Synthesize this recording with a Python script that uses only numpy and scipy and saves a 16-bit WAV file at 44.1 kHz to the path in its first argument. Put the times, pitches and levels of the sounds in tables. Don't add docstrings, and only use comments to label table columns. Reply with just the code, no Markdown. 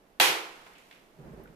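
import sys
import numpy as np
from scipy import signal
from scipy.fft import rfft, irfft
from scipy.io import wavfile

SR = 44100
rng = np.random.default_rng(int(sys.argv[2]) if len(sys.argv) > 2 else 0)


def to_wav(sig):
    pcm = np.clip(np.atleast_2d(sig), -1, 1) * 32767
    pcm = np.round(pcm).astype(np.int16)
    wavfile.write(sys.argv[1], SR, pcm.T)


N = 68355

# (frequency [Hz], relative level per Hz [dB])
RIP_COLOUR = [(60, -44), (110, -29.5), (300, -11.5), (750, -4), (1300, -5.5), (3400, 2.5), (5500, -14.5),
              (8500, -13), (11000, -10.5), (15000, -13)]
# (time [s], level [dB], Gaussian width [ms])
PRESSURE_PULSES = [(.20215, 0, .055), (.2033, -11, .09), (.2046, -9, .11)]
# (frequency [Hz], relative level per Hz [dB])
ROOM_COLOUR = [(40, -43.5), (100, -30.5), (170, -28.5), (240, -22), (350, -4.5), (500, -6.5), (630, -9),
               (830, -3), (1200, -3), (1700, -2.5), (2400, 0.5), (3300, -1), (5000, -6.5), (8500, -12),
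               (12500, -10.5), (15000, -19)]
# (frequency [Hz], time to fall 60 dB [s])
ROOM_DECAY = [(100, 0.74), (350, 0.64), (800, 0.72), (2200, 0.5), (4000, 0.43), (7500, 0.39), (13000, 0.31)]
# (frequency [Hz], relative level [dB], time to fall 60 dB [s])
STANDING_WAVES = [(330, -9, .8), (392, -6, .73), (518, -5, .7), (771, 1, .45), (834, 1, .5), (962, 0, .45),
                  (1129, -4, .6), (1567, -3, .45), (1672, -1, .42), (1969, 3, .45), (2431, 4, .45),
                  (3290, 2, .38), (3570, -2, .38), (3876, -3, .36), (6491, -7, .35)]
# (frequency [Hz], correlation [-1 to 1])
STEREO_LIKENESS = [(60, .88), (300, .82), (640, .62), (1200, -.15), (2200, .12), (7000, .04), (15000, .03)]
# (frequency [Hz], left minus right [dB])
STEREO_BALANCE = [(30, -1.5), (150, -4), (380, -5), (750, -3.8), (2400, -2.5), (4400, -2.5), (8500, 0.5),
                  (15000, 2.5)]
# (time [s], level [dB])
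RUSTLE_LEVELS = [(.4, -67), (.6, -66), (.67, -62), (.8, -67), (.92, -63), (1.101, -73)]
# (frequency [Hz], relative level per Hz [dB])
RUSTLE_COLOUR = [(300, -12.5), (900, 5.5), (2800, -2), (5000, -5), (9000, -8), (14000, -9)]
# (time [s], level [dB], centre [Hz], width [octaves], tail level relative to the tap [dB])
LIGHT_TAPS = [(0.665, -50, 1140, 0.98, -4), (0.752, -62.5, 2400, 0.49, 5.5), (.7815, -55, 2980, 2, -9),
              (.911, -44.5, 2100, 0.74, -14), (.926, -53, 2400, 0.78, -9.5), (0.959, -55, 2160, .6, -12),
              (1.437, -52, 13200, 0.26, -30), (1.456, -45, 1500, 0.13, -21.5),
              (1.474, -53.5, 1880, 0.6, -18)]
# (frequency [Hz], relative level per Hz [dB])
RUMBLE_COLOUR = [(25, -12), (50, 4), (85, -12), (150, 1.5), (230, -2.5), (400, -3), (650, -9.5),
                 (1000, -16), (1800, -22), (3500, -38), (8000, -45)]
# (time [s], level [dB], frequency [Hz], swell [s])
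THUDS = [(.202, -43.5, 184, 0.0052), (0.274, -47.5, 165.6, 0.032), (1.182, -43.5, 157, 0.021),
         (1.264, -53, 132, .008), (1.305, -44, 157, 0.0062), (1.331, -49, 55.5, .012),
         (1.396, -44.5, 390, 0.0033), (1.49, -48.5, 167.3, 0.013)]
# (frequency [Hz], relative level per Hz [dB])
ROOM_TONE_COLOUR = [(25, 2), (48, -3.5), (80, -16.5), (160, -2), (400, -1), (650, -4), (1100, -10),
                    (2400, -16), (4500, -23), (9000, -27.5), (14000, -26.5)]

RIP_S, RIP_LENGTH_S, RIP_ATTACK_S, RIP_RELEASE_S, RIP_DB = .1988, .0045, .00041, .004, -16.5
BURST_LOW_CUT_HZ, PULSE_LEFT_MINUS_RIGHT_DB = 540, .5
REBOUND_HZ, REBOUND_T60_S, REBOUND_DB = 3230, .0016, -9.5
PUFF_DB, PUFF_HZ, PUFF_T60_S = -44, 37.64, .028
ROOM_START_S, ROOM_BUILD_S, ROOM_DB = .2025, .0084, -17
ROOM_KNEE_S, ROOM_EARLY_SHARE = .09, .6
LATE_DB, LATE_STRETCH = -20, 2.84
MODES_DB = -29
MODE_WIDTH_HZ, MODE_SHARE = 12, .63
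BUMP_T60_S = .089
TAP_ATTACK_S, TAP_T60_S, TAP_TAIL_T60_S = .0008, .02, .55
RUSTLE_GRAIN_DB, RUSTLE_GRAIN_HZ = 3, 298.7
RUMBLE_S, RUMBLE_ATTACK_S, RUMBLE_DB = 1.157, .096, -48
RUMBLE_FADE_START_S, RUMBLE_FADE_DB_PER_S = 1.4, 76
RUMBLE_LUMP_DB, RUMBLE_LUMP_HZ = 1, 45
FLOOR_DB, FLOOR_RISE_DB, FLOOR_RISE_S = -61.5, 1.5, 1
CUTOFF_HZ = 14500


def from_db(db):
    return 10 ** (np.asarray(db) / 20)


def at_hz(points, hz):
    table_hz, values = np.transpose(points)
    return np.interp(np.log(np.maximum(hz, 1)), np.log(table_hz), values)


def since(s):
    return np.maximum(np.arange(N) / SR - s, 0)


def ramp(s, length):
    return np.minimum(since(s) / max(length, 1e-5), 1)


def decay(age, t60):
    return np.exp(-np.log(1000) * age / t60)


def pan(db):
    return from_db(np.array([[.5], [-.5]]) * db)


def flutter(db, hz):
    spectrum = rfft(rng.standard_normal(N))
    low_pass = 1 / (1 + (np.fft.rfftfreq(N, 1 / SR) / hz) ** 4)
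    slow = irfft(spectrum * low_pass, N)
    gain = from_db(db * slow / slow.std())
    return gain / np.sqrt(np.mean(gain ** 2))


def noise(colour):
    hz = np.fft.rfftfreq(N, 1 / SR)
    mid, side = np.exp(2j * np.pi * rng.random((2, len(hz))))
    alike = at_hz(STEREO_LIKENESS, hz)
    pair = np.sqrt(1 + alike) * mid + np.sqrt(1 - alike) * side * [[1], [-1]]
    gain = from_db(at_hz(colour, hz)) * pan(at_hz(STEREO_BALANCE, hz)) * (hz > 10)
    x = irfft(pair * gain, N)
    return x / np.sqrt(np.mean(x ** 2))


def burst():
    t = np.arange(N) / SR
    rip_envelope = ramp(RIP_S, RIP_ATTACK_S) * np.exp(-since(RIP_S + RIP_LENGTH_S) / RIP_RELEASE_S)
    out = from_db(RIP_DB) * rip_envelope * noise(RIP_COLOUR)
    for s, db, width_ms in PRESSURE_PULSES:
        pulse = np.exp(-.5 * ((t - s) * 1000 / width_ms) ** 2)
        ring = np.sin(2 * np.pi * REBOUND_HZ * since(s)) * decay(since(s), REBOUND_T60_S)
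        rebound = from_db(REBOUND_DB) * ring
        out += from_db(db) * pan(PULSE_LEFT_MINUS_RIGHT_DB) * (rebound - pulse)
    low_cut = signal.butter(2, BURST_LOW_CUT_HZ, "high", fs=SR, output="sos")
    return signal.sosfilt(low_cut, out)


def puff():
    age = since(ROOM_START_S)
    return from_db(PUFF_DB) * np.sin(2 * np.pi * PUFF_HZ * age) * decay(age, PUFF_T60_S)


def room():
    hz = np.fft.rfftfreq(N, 1 / SR)
    field = rfft(noise(ROOM_COLOUR))
    for mode_hz, _, _ in STANDING_WAVES:
        notch = np.exp(-.5 * ((hz - mode_hz) / MODE_WIDTH_HZ) ** 2)
        field = field * (1 - MODE_SHARE * notch)
    age = since(ROOM_START_S)
    slowed_age = age - (1 - ROOM_EARLY_SHARE) * np.minimum(age, ROOM_KNEE_S)
    out = 0
    centres = np.geomspace(60, 15000, 17)
    for centre, weights in zip(centres, np.eye(len(centres))):
        band = irfft(field * at_hz(np.c_[centres, weights], hz), N)
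        t60 = at_hz(ROOM_DECAY, centre)
        late = from_db(LATE_DB) * decay(age, LATE_STRETCH * t60)
        out = out + band * np.hypot(decay(slowed_age, t60), late)
    return from_db(ROOM_DB) * ramp(ROOM_START_S, ROOM_BUILD_S) * out


def standing_waves():
    age = since(ROOM_START_S)
    out = 0
    for hz, db, t60 in STANDING_WAVES:
        gap = rng.choice([-1, 1]) * np.arccos(at_hz(STEREO_LIKENESS, hz))
        phase = rng.uniform(0, 2 * np.pi) + np.array([[.5], [-.5]]) * gap
        gain = from_db(MODES_DB + db) * pan(at_hz(STEREO_BALANCE, hz))
        out = out + gain * np.sin(2 * np.pi * hz * age + phase) * decay(age, t60)
    return ramp(ROOM_START_S, ROOM_BUILD_S) * out


def bumps():
    out = 0
    for s, db, hz, swell in THUDS:
        gain = from_db(db) * pan(at_hz(STEREO_BALANCE, hz))
        envelope = ramp(s, swell) * decay(since(s + swell), BUMP_T60_S)
        out = out + gain * envelope * np.sin(2 * np.pi * hz * since(s))
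    return out


def taps():
    out = 0
    grid_hz = np.geomspace(50, 16000, 80)
    for s, db, hz, octaves, tail_db in LIGHT_TAPS:
        off = np.log2(grid_hz / hz) / octaves
        colour = -20 * np.log10(1 + off ** 2 + (off / 1.4) ** 4)
        tail = from_db(tail_db) * decay(since(s), TAP_TAIL_T60_S)
        envelope = ramp(s, TAP_ATTACK_S) * (decay(since(s), TAP_T60_S) + tail)
        out = out + from_db(db) * envelope * noise(np.c_[grid_hz, colour])
    return out


def rustle():
    level_db = np.interp(np.arange(N) / SR, *np.transpose(RUSTLE_LEVELS))
    level = ramp(RIP_S, RIP_ATTACK_S) * from_db(level_db)
    return level * flutter(RUSTLE_GRAIN_DB, RUSTLE_GRAIN_HZ) * noise(RUSTLE_COLOUR)


def rumble():
    level_db = RUMBLE_DB - RUMBLE_FADE_DB_PER_S * since(RUMBLE_FADE_START_S)
    level = ramp(RUMBLE_S, RUMBLE_ATTACK_S) * from_db(level_db)
    return level * flutter(RUMBLE_LUMP_DB, RUMBLE_LUMP_HZ) * noise(RUMBLE_COLOUR)


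def room_tone():
    level_db = FLOOR_DB + FLOOR_RISE_DB * ramp(RIP_S, FLOOR_RISE_S)
    return from_db(level_db) * noise(ROOM_TONE_COLOUR)


def scene():
    bang = burst() + puff()
    ring = room() + standing_waves()
    aftermath = bumps() + taps() + rustle() + rumble()
    return bang + ring + aftermath + room_tone()


def record(dry):
    clipped = np.clip(dry, -1, 1)
    top_cut = signal.ellip(10, .1, 80, CUTOFF_HZ, fs=SR, output="sos")
    return signal.sosfilt(top_cut, clipped)


dry = scene()
out = record(dry)
to_wav(out)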